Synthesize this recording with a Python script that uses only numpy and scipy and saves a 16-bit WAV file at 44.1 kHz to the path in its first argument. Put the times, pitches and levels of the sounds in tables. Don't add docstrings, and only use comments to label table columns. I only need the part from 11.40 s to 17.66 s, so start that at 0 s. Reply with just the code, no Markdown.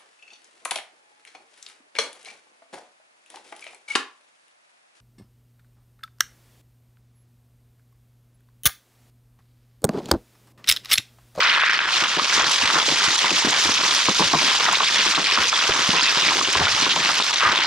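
import sys
import numpy as np
from scipy import signal
from scipy.fft import rfft, irfft, next_fast_len
from scipy.io import wavfile
from scipy.ndimage import uniform_filter1d, minimum_filter1d

SR = 44100
rng = np.random.default_rng(int(sys.argv[2]) if len(sys.argv) > 2 else 0)


def int16_out(signal):
    q = np.round(np.clip(np.atleast_2d(signal).T, -1, 1) * 32767)
    wavfile.write(sys.argv[1], SR, q.astype(np.int16))


N = 276110
TIME = np.arange(N) / SR

# frequency_hz, lead_scatter_rad
PORT_SCATTER = [(100, .2), (400, .3), (1000, .47), (2000, .6), (4000, .8), (8000, 1.35)]


def amp(db):
    return 10 ** (np.asarray(db) / 20)


def read(points, hz):
    table_hz, value = np.transpose(points)
    return np.interp(np.log(hz + 1), np.log(table_hz + 1), value)


def add(mix, s, sound):
    part = mix[:, max(round(s * SR), 0):][:, :sound.shape[1]]
    part += sound[:, :part.shape[1]]


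def dulled(x, hz, order):
    return signal.sosfilt(signal.butter(order, hz, fs=SR, output="sos"), x)


def thinned(x, hz, order):
    return signal.sosfilt(signal.butter(order, hz, "high", fs=SR, output="sos"), x)


def contacts(at, gain, hz, cycles, length, size):
    turns = hz.astype(np.float32)[:, None] * np.arange(size, dtype=np.float32) / SR
    push = (gain * np.sign(rng.standard_normal(len(hz))))[:, None]
    lead_rad = read(PORT_SCATTER, hz) * rng.standard_normal(len(hz))
    lead = (lead_rad / (2 * np.pi)).astype(np.float32)[:, None]
    where = ((at * SR).astype(int)[:, None] + np.arange(size)).ravel()
    ports = []
    for side in (1, -1):
        arrived = np.maximum(turns - np.maximum(side * lead, 0), 0)
        attack = np.minimum(2 * arrived, 1)
        ring = push * np.exp(-arrived / cycles) * attack * np.sin(2 * np.pi * arrived)
        ports.append(np.bincount(where, ring.ravel(), length)[:length])
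    return np.array(ports)


def spills(per_s, lo_hz, hi_hz, cycles, spread_db, spill_s, wander, count, size):
    toppling = int(per_s * N / SR)
    start, kind, weight = rng.random((toppling, 3)).T[:, :, None]
    at = start * N / SR + spill_s * rng.exponential(1, (toppling, count))
    own_hz = lo_hz * (hi_hz / lo_hz) ** kind
    hz = np.minimum(own_hz * np.exp(wander * rng.standard_normal((toppling, count))), SR / 3)
    scatter = 2 * weight ** 2 + rng.standard_normal((toppling, count)).clip(-2, 2)
    gain = hz * amp(spread_db * scatter)
    stream = contacts(at.ravel(), gain.ravel(), hz.ravel(), cycles, N, size)
    return stream / stream.std()


def grit():
    size = next_fast_len(N)
    common, apart = rfft(rng.standard_normal((2, size)))
    alike = np.exp(-read(PORT_SCATTER, np.fft.rfftfreq(size, 1 / SR)) ** 2 / 2)
    side = np.array([[1], [-1]])
    both = common * np.sqrt((1 + alike) / 2) + side * apart * np.sqrt((1 - alike) / 2)
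    return irfft(both, size)[:, :N]


def ticks():
    return spills(per_s=150, lo_hz=5000, hi_hz=9000, cycles=.35, spread_db=2.3,
                  spill_s=.0015, wander=.1, count=9, size=24)


def jerks(per_s, swing_db, fall_s):
    kicks = (rng.random(N) < per_s / SR) * rng.uniform(0.1, 1, N)
    push = signal.lfilter([1], [1, -np.exp(-1 / (fall_s * SR))], kicks)
    return amp(swing_db * np.tanh((push - push.mean()) / push.std() / 2))


def coloured(x, spectrum, band, steady_s):
    size = next_fast_len(N + 4096)
    hz = np.fft.rfftfreq(size, 1 / SR)
    z = rfft(x, size) * amp(read(spectrum, hz))
    inside = irfft(z.mean(0) * (hz > band[0]) * (hz < band[1]), size)[:N]
    span = max(int(steady_s * SR), 2)
    power = uniform_filter1d(uniform_filter1d(inside ** 2, span), span)
    floor = 0.0067 * power.mean()
    return irfft(z, size)[:, :N] / np.sqrt(abs(power) + floor)


def flow(surges, steady_db, share, waver_db, waver_s):
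    # time_s, relative_level_db
    slide_level = [(0.0, -2), (0.44, -3.5), (0.52, -2), (0.87, -0.5), (1.5, 0.5), (2.68, 0.5), (2.75, 0),
                   (2.92, 0.5), (3.02, 0.5), (3.3, -0.1), (3.74, .5), (3.8, -0.5), (4.15, 0.07), (4.6, 0),
                   (5.8, 0), (6.05, -1), (6.26, -2)]
    rise_s, fall_s = 0.0048, 0.0059
    slide = amp(np.interp(TIME, *np.transpose(slide_level)))
    power = (amp(steady_db) * slide ** share) ** 2
    for start, length, db in surges:
        first = int(start * SR)
        age = TIME[:N - first][:SR]
        rise = np.minimum(age / rise_s, 1)
        fall = np.exp(-np.maximum(age - length, 0) / fall_s)
        power[first:first + len(age)] += (amp(db) * rise * fall) ** 2
    span = max(int(waver_s * SR), 2)
    waver = uniform_filter1d(uniform_filter1d(rng.standard_normal(N), span), span)
    return np.sqrt(power) * amp(waver_db * waver / waver.std())


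def blows(rows, cycles, chatter_db, pitch_spread, count, size):
    out = np.zeros((2, N))
    for s, db, hz, settle_s in rows:
        delay = np.r_[0, rng.exponential(1, count)]
        gain = np.r_[1, amp(chatter_db) * np.exp(-delay[1:] / 2)]
        scatter = np.r_[0, rng.standard_normal(count)]
        pitch = np.minimum(hz * np.exp(pitch_spread * scatter), SR / 3)
        blow = contacts(delay * settle_s, gain, pitch, cycles, SR // 5, size)
        add(out, s, amp(db) * blow / abs(blow).max())
    return out


def air():
    # frequency_hz, relative_level_db
    rumble = [(15, -6), (40, -3), (80, 0), (130, -3), (300, -18), (1000, -50)]
    brush = dulled(rng.standard_normal((2, N)), hz=45, order=1)
    return amp(-60) * coloured(grit() + .7 * brush, rumble, band=(25, 130), steady_s=.3)


def ground():
    # start_s, length_s, relative_level_db
    shudders = [(0.96, 0.086, -46), (1.228, 0.024, -40), (1.672, 0.014, -38), (2.255, 0.059, -40),
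                (2.8, 0.064, -42), (2.94, .025, -39), (3.99, 0.025, -38.5), (4.294, 0.021, -33),
                (4.485, 0.016, -33), (5.16, 0.026, -32), (5.203, .055, -31), (5.29, 0.063, -40),
                (6.05, 0.064, -37)]
    # frequency_hz, relative_level_db
    spectrum = [(20, -15), (45, -5.5), (75, 7.5), (125, 6), (180, -18), (400, -54)]
    level = flow(shudders, steady_db=-60.5, share=0.7, waver_db=1.2, waver_s=0.018)
    return level * coloured(grit(), spectrum, band=(40, 140), steady_s=0.018)


def earth(slip, dry_ticks):
    # start_s, length_s, relative_level_db
    slumps = [(0.96, 0.13, -37.5), (1.28, 0.11, -36.5), (2.39, 0.15, -37), (3.0, .09, -34),
              (3.18, 0.25, -38.5), (3.55, 0.15, -36.5), (3.81, 0.27, -41), (4.33, .1, -38.5),
              (4.82, 0.227, -35.5), (5.17, 0.12, -34.5), (5.47, 0.26, -38.5), (6.01, .19, -34)]
    # frequency_hz, relative_level_db
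    spectrum = [(20, -34), (50, -26), (75, -14), (120, -9), (170, -2), (340, 0), (460, -2), (700, -2),
                (1100, -13), (2500, -45)]
    bumps = spills(per_s=70, lo_hz=76.7, hi_hz=836, cycles=2.75, spread_db=2.0,
                   spill_s=.008, wander=0.19, count=3, size=1800)
    stream = (.8 * bumps + 2.5 * dry_ticks + 2.2 * grit()) * slip
    level = flow(slumps, steady_db=-43.5, share=0.99, waver_db=1.5, waver_s=0.033)
    return level * coloured(stream, spectrum, band=(200, 750), steady_s=0.081)


def stones(slip, dry_ticks):
    # start_s, length_s, relative_level_db
    tumbles = [(0.0, 0.21, -26), (0.55, 0.12, -25.5), (0.93, 0.14, -24.5), (1.21, 0.2, -25),
               (1.6, 0.086, -22), (1.84, 0.087, -23), (2.36, 0.27, -25.5), (3.18, 0.12, -25),
               (3.55, 0.12, -23.5), (3.86, 0.18, -22.5), (4.13, 0.28, -25), (4.34, 0.26, -30.5),
               (4.76, 0.25, -29), (5.17, 0.12, -25), (5.37, 0.22, -44), (5.63, 0.11, -28), (6.0, 0.22, -25)]
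    # frequency_hz, relative_level_db
    spectrum = [(80, -49), (300, -15.5), (600, -9.5), (780, -7), (950, 0), (1300, 0), (1800, -2),
                (2400, -4), (3500, -4.5), (7000, -83)]
    rattle = spills(per_s=190, lo_hz=850, hi_hz=2300, cycles=1.8, spread_db=3.0,
                    spill_s=.004, wander=.22, count=3, size=400)
    stream = (rattle + 2.0 * dry_ticks + 1.4 * grit()) * slip
    level = flow(tumbles, steady_db=-26.0, share=0.43, waver_db=2.0, waver_s=0.043)
    return level * coloured(stream, spectrum, band=(900, 2400), steady_s=0.012)


def gravel(slip, dry_ticks):
    # start_s, length_s, relative_level_db
    pours = [(0.0, 0.15, -24), (0.2, 0.18, -34), (0.525, 0.053, -21), (0.95, 0.13, -27), (1.21, 0.075, -24),
             (1.42, 0.14, -28), (1.61, 0.11, -28), (1.82, 0.075, -23.5), (1.95, 0.025, -22),
             (2.335, 0.05, -23), (2.425, 0.11, -26.5), (2.57, 0.086, -30), (2.66, 0.036, -23),
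             (2.81, 0.051, -21.5), (2.985, 0.2, -24), (3.43, 0.062, -20.5), (3.54, 0.15, -22.5),
             (3.84, 0.12, -21.5), (4.01, 0.063, -23.5), (4.13, 0.1, -22.5), (4.38, .06, -27),
             (4.55, .16, -19), (4.755, 0.14, -20.5), (5.17, 0.067, -33), (5.3, 0.12, -33),
             (5.41, 0.05, -20.5), (5.62, 0.1, -26.5), (5.765, 0.04, -22.5), (5.96, 0.13, -31),
             (6.158, 0.12, -26)]
    # start_s, length_s, relative_level_db
    sprays = [(0.52, 0.18, -38), (0.925, 0.1, -35.5), (1.09, 0.076, -35), (1.45, 0.075, -33),
              (1.62, 0.19, -32), (1.9, 0.12, -32.5), (2.07, 0.042, -37), (2.2, 0.26, -50),
              (2.53, 0.12, -37), (3.53, .06, -40), (3.69, 0.049, -37), (4.005, 0.034, -39),
              (4.375, 0.076, -39), (4.68, 0.21, -43), (4.96, 0.057, -49)]
    # frequency_hz, relative_level_db
    gravel_spectrum = [(200, -55), (900, -30), (1700, -3), (2400, -1), (3400, 1), (4200, -1), (5200, -4),
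                       (6200, -12), (7200, -17), (9000, -21.5), (14000, -49)]
    chip_spectrum = [(500, -19), (3500, 4.5), (5500, 5), (6500, 1), (8000, -7.5), (10000, -17.5),
                     (12400, -24.5), (14800, -42)]
    pebbles = spills(per_s=170, lo_hz=1900, hi_hz=6500, cycles=4, spread_db=2.8,
                     spill_s=.002, wander=.17, count=6, size=360)
    rocking = spills(per_s=55, lo_hz=2000, hi_hz=6500, cycles=7, spread_db=2.2,
                     spill_s=.007, wander=.045, count=10, size=600)
    clinks = spills(per_s=60, lo_hz=2400, hi_hz=6500, cycles=22, spread_db=2.8,
                    spill_s=.006, wander=.02, count=3, size=1400)
    chips = spills(per_s=90, lo_hz=6000, hi_hz=12000, cycles=14, spread_db=2.6,
                   spill_s=.004, wander=.04, count=4, size=400)
    coarse = (1.1 * pebbles + .7 * rocking + .55 * clinks + 1.05 * dry_ticks + .65 * grit()) * slip
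    fine = (.4 * chips + .2 * dry_ticks + grit()) * slip ** .8
    pour = flow(pours, steady_db=-26.0, share=0.87, waver_db=0.5, waver_s=0.011)
    spray = flow(sprays, steady_db=-35.0, share=4.24, waver_db=1.8, waver_s=0.024)
    lurch = slip ** .22
    pouring = pour * lurch * coloured(coarse, gravel_spectrum, band=(2500, 7000), steady_s=0.01)
    spraying = spray * coloured(fine, chip_spectrum, band=(6500, 12000), steady_s=0.028)
    return pouring + spraying


def scrapes():
    # start_s, end_s, relative_level_db, pitch_hz, slips_per_s, pitch_scatter (natural-log share)
    grinds = [(0.0, 0.165, -18.2, 2150, 190, 0.26), (0.154, 0.38, -18.5, 1790, 150, 0.15),
              (0.387, 0.501, -26, 1610, 150, .2), (1.33, 1.406, -22, 1340, 200, 0.22),
              (3.069, 3.122, -26, 3020, 220, .06), (3.578, 3.625, -21, 3000, 260, 0.063),
              (5.309, 5.327, -24, 4960, 250, 0.083), (5.49, 5.535, -18.5, 3400, 260, 0.12),
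              (5.992, 6.134, -19.5, 1400, 200, 0.26)]
    slip_s, cycles, count = .0015, 2.0, 9
    out = np.zeros((2, N))
    for start, end, db, hz, slips_per_s, pitch_spread in grinds:
        span = max(end - start, .02)
        slips = int(span * slips_per_s) + 2
        place = (np.arange(slips)[:, None] + rng.uniform(.2, .8, (slips, 1))) / slips
        at = place * span + slip_s * rng.exponential(1, (slips, count))
        gain = np.sin(np.pi * place) ** 0.37 * amp(0.1 * rng.standard_normal(at.shape))
        pitch = hz * np.exp(pitch_spread * rng.standard_normal(at.size))
        length = int(span * SR) + SR // 50
        note = contacts(at.ravel(), gain.ravel(), pitch, cycles, length, size=700)
        rasp = contacts(at.ravel(), gain.ravel(), 1.68 * pitch, cycles / 2, length, size=700)
        grind = note + amp(-3.0) * dulled(rasp, hz=5400, order=4)
        grind = thinned(grind, hz=950, order=4)
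        add(out, start, amp(db) * grind / grind.std())
    return out


def running():
    # start_s, length_s
    jams = [(0.188, .006), (0.382, 0.013), (0.46, 0.012), (0.665, 0.013), (1.915, 0.01), (2.324, 0.014),
            (2.642, 0.0093), (2.888, 0.0086), (2.73, 0.016), (4.097, 0.019), (5.012, .012), (5.264, 0.016),
            (5.912, 0.015), (5.947, 0.014)]
    jam_db, edge_s = -5, .002
    held = np.zeros(N)
    for start, length in jams:
        inside_s = np.minimum(TIME - start, start + length - TIME)
        held += np.clip(inside_s / edge_s + .5, 0, 1)
    return amp(jam_db * held)


def flicks():
    # start_s, relative_level_db, pitch_hz
    splinters = [(0.64, -13, 7400), (1.117, -9, 7400), (2.108, -12, 7500), (2.774, -16, 7900),
                 (3.328, -8, 7150), (4.029, -25, 10000), (4.403, -15, 7460), (5.13, -9, 6700),
                 (5.942, -9, 6170)]
    settle_s = .0012
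    rows = [(s, db, hz, settle_s) for s, db, hz in splinters]
    return blows(rows, cycles=6.0, chatter_db=-14, pitch_spread=0.2, count=5, size=200)


def snaps():
    # start_s, relative_level_db, pitch_hz, settling_time_s
    strikes = [(0.003, -1, 2280, 0.0054), (0.032, -2, 4220, 0.0022), (0.097, 8, 2930, 0.0052),
               (0.149, -1, 2900, 0.0047), (0.235, 2, 2730, 0.0019), (0.344, -2, 3020, 0.0033),
               (0.39, 6, 2580, 0.0019), (0.638, -2, 3370, 0.0058), (1.762, 10, 3960, 0.0016),
               (1.791, 9, 3300, 0.0018), (1.818, -8, 2730, 0.0036), (2.705, -6, 3830, 0.0024),
               (3.22, -12, 2180, 0.0013), (3.345, 0, 2680, 0.0025), (3.353, 6, 3650, 0.0043),
               (3.755, 1, 3700, 0.0078), (4.096, 0, 5200, 0.0028), (4.144, -9, 3800, 0.0028),
               (4.32, 6, 2870, 0.0025), (4.504, 1, 3950, 0.0044), (4.638, -3, 2720, 0.0032),
               (4.887, 0, 2330, 0.0034), (4.963, -3, 4640, .0015), (5.048, -3, 2900, 0.007),
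               (5.254, -1, 3700, 0.0032), (5.291, -5, 2900, 0.0037), (5.439, -6, 3900, 0.0036),
               (5.474, -4, 3240, 0.0013), (5.658, 1, 2720, 0.0059), (5.824, 10, 3750, 0.0013),
               (5.917, -10, 3840, 0.00057), (5.929, -9, 3420, 0.0023), (5.959, 0, 3800, 0.00066),
               (5.984, -6, 4960, .0015), (6.121, 0, 3940, 0.0026), (6.159, -2, 3500, 0.0045),
               (6.178, -1, 3600, 0.0045), (6.226, -4, 3050, 0.0036)]
    cracks = blows(strikes, cycles=2.1, chatter_db=-4, pitch_spread=0.25, count=10, size=240)
    rings = blows(strikes, cycles=10, chatter_db=-4, pitch_spread=.03, count=3, size=900)
    return dulled(amp(-5.5) * cracks + amp(-12.0) * rings, hz=6860, order=4)


def clacks():
    # start_s, relative_level_db, pitch_hz, settling_time_s
    meetings = [(0.024, -6, 1540, 0.0021), (0.048, -6, 1400, 0.0015), (0.066, -8, 1360, 0.0024),
                (0.163, -1, 1880, 0.0026), (0.175, -4, 1420, 0.0054), (0.223, -4, 1610, 0.0053),
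                (0.235, 2, 1430, 0.0019), (0.296, -3, 1900, 0.00071), (0.404, -6.5, 1770, 0.0012),
                (0.418, -12, 1650, 0.0005), (0.435, -12, 1700, 0.0053), (0.488, -8, 1490, 0.005),
                (0.623, -14, 1180, 0.0045), (0.769, -15, 1110, 0.0038), (0.796, -4.5, 1220, 0.0097),
                (0.9, -8, 2120, .003), (0.926, -5, 1700, 0.011), (1.109, -7.5, 1170, 0.0043),
                (1.302, -5, 1280, 0.0033), (1.356, -2, 1370, 0.01), (1.378, -7.5, 1110, 0.0096),
                (1.844, -7, 1020, 0.0036), (2.177, -9, 1120, 0.0073), (2.256, -11, 1110, 0.0019),
                (2.29, -12, 960, 0.0072), (2.685, -7.5, 1010, 0.011), (2.795, -9, 1000, 0.008),
                (2.806, -7, 1020, 0.006), (2.823, -7, 980, 0.0087), (2.935, 3, 1040, 0.00323),
                (2.948, -2, 997, 0.014), (3.148, -8, 1130, 0.0044), (3.203, -8, 1086, 0.0085),
                (3.281, -9, 1045, .004), (3.289, -3, 1120, 0.0049), (3.331, -8, 1060, 0.0042),
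                (3.405, -6.5, 1100, 0.013), (3.431, -12, 1080, 0.0049), (3.777, -8, 1070, 0.012),
                (3.975, -3, 1230, 0.011), (4.129, -6, 1330, 0.005), (4.29, -9, 940, 0.0071),
                (4.534, -8.5, 950, 0.014), (4.907, -9, 1050, 0.0026), (4.92, -9.5, 1030, 0.0033),
                (4.987, -11, 920, 0.0021), (5.012, -11, 1110, 0.0039), (5.153, -1, 1070, 0.0046),
                (5.215, -6, 900, 0.013), (5.269, -6, 1410, 0.0041), (5.463, -7, 1140, 0.0022),
                (5.563, -11, 975, 0.011), (5.69, -3, 1220, 0.014), (5.8, -8.5, 1030, 0.0034),
                (6.053, 1, 1340, 0.009), (6.078, -4, 1220, 0.0059)]
    knock = blows(meetings, cycles=1.4, chatter_db=-6.5, pitch_spread=0.16, count=6, size=700)
    ring = blows(meetings, cycles=6, chatter_db=-4, pitch_spread=.05, count=3, size=1400)
    return dulled(knock + amp(-7.5) * ring, hz=4970, order=2)


def thuds(dry_ticks):
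    # start_s, relative_level_db, pitch_hz, settling_time_s
    landings = [(0.622, -22.5, 330, 0.016), (0.769, -17, 382, 0.018), (0.814, -27, 278, 0.017),
                (0.975, -25, 302, 0.039), (1.228, -22, 262, 0.012), (1.356, -18, 305, 0.029),
                (1.481, -17.5, 453, 0.025), (1.52, -19, 314, 0.015), (1.676, -20, 347, 0.018),
                (1.842, -22, 370, 0.03), (1.913, -18, 338, 0.028), (2.047, -10.5, 244, 0.0067),
                (2.068, -13.5, 280, 0.019), (2.252, -18.5, 332, 0.014), (2.287, -18, 207, 0.019),
                (2.685, -8.5, 300, 0.012), (2.793, -10.5, 343, 0.017), (2.804, -12.5, 175, 0.024),
                (2.931, -12, 290, 0.0128), (2.947, -12.5, 167, 0.017), (3.777, -17, 290, 0.029),
                (3.978, -21, 246, 0.021), (4.291, -14, 396, 0.018), (4.489, -11.5, 239, 0.01),
                (4.532, -19, 352, 0.039), (4.771, -21.5, 365, 0.022), (4.829, -24, 400, 0.0083),
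                (4.879, -21.5, 400, 0.011), (4.955, -23, 380, 0.014), (5.083, -18, 380, 0.0064),
                (5.155, -22, 400, .018), (5.196, -20, 257, 0.034), (5.422, -17.5, 248, 0.012),
                (5.465, -21, 340, .013), (5.564, -20.5, 430, 0.023), (5.798, -20, 423, 0.012)]
    # frequency_hz, relative_level_db
    spectrum = [(25, -27), (50, -21), (75, -15), (120, -1), (160, 12), (220, 5), (340, 11), (520, 9),
                (750, 4), (1100, -2), (2000, -12), (4000, -45)]
    age = np.arange(SR // 4) / SR
    pressure = np.zeros((1, N))
    for s, db, hz, settle_s in landings:
        press = (1 - np.exp(-age / .002)) * np.exp(-age / settle_s)
        add(pressure, s, amp(db) * press[None])
    crush = pressure * coloured(grit() + dry_ticks, spectrum, band=(100, 1300), steady_s=0.0091)
    push = blows(landings, cycles=1.6, chatter_db=-7, pitch_spread=.24, count=4, size=2400)
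    push = thinned(push, hz=110, order=2)
    return amp(-3.6) * dulled(push, hz=1000, order=2) + amp(-6.8) * crush


def scene():
    slip = jerks(per_s=70, swing_db=5.8, fall_s=.008)
    dry_ticks = ticks()
    knocks = thinned(clacks() + snaps() + flicks(), hz=520, order=2)
    slide = gravel(slip, dry_ticks) + stones(slip, dry_ticks) + earth(slip, dry_ticks) + scrapes()
    return running() * slide + thuds(dry_ticks) + ground() + knocks + air()


def squeezed(x):
    threshold_db, share, reaction_s = -21.5, 0.27, 0.011
    keep = np.exp(-1 / (reaction_s * SR))
    power = signal.lfilter([1 - keep], [1, -keep], (x ** 2).mean(0))
    over_db = np.maximum(10 * np.log10(power + 1e-12) - threshold_db, 0)
    return x * amp(-share * over_db)


def limited(x):
    limit_db, recovery_db_per_s = -5.8, 600
    over_db = np.maximum(20 * np.log10(abs(x).max(0) + 1e-9) - limit_db, 0)
    recovery_db = recovery_db_per_s * TIME
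    held_db = np.maximum.accumulate(over_db + recovery_db) - recovery_db
    return x * uniform_filter1d(minimum_filter1d(amp(-held_db), size=31), size=31)


def record(dry):
    # frequency_hz, lead_of_left_rad
    port_lead = [(100, 0), (250, -.08), (500, -.25), (1000, -.52), (2000, -.66), (6200, -.85), (7700, -2.4),
                 (9500, -1.5), (14000, -1.3)]
    # frequency_hz, left_minus_right_db
    port_balance = [(100, .2), (1200, .6), (2400, -.2), (5500, -.7), (7200, -6), (9000, -4.5), (14000, -2)]
    edge_hz = 15200
    size = next_fast_len(N + 4096)
    hz = np.fft.rfftfreq(size, 1 / SR)
    side = np.array([[.5], [-.5]])
    ports = amp(side * read(port_balance, hz)) * np.exp(1j * side * read(port_lead, hz))
    at_ports = irfft(rfft(dry, size) * ports, size)[:, :N]
    heard = limited(amp(-0.5) * squeezed(at_ports))
    band_limit = signal.firwin(511, edge_hz, window=("kaiser", 9), fs=SR)
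    return signal.oaconvolve(heard, band_limit[None], "same")


dry = scene()
out = record(dry)
int16_out(out)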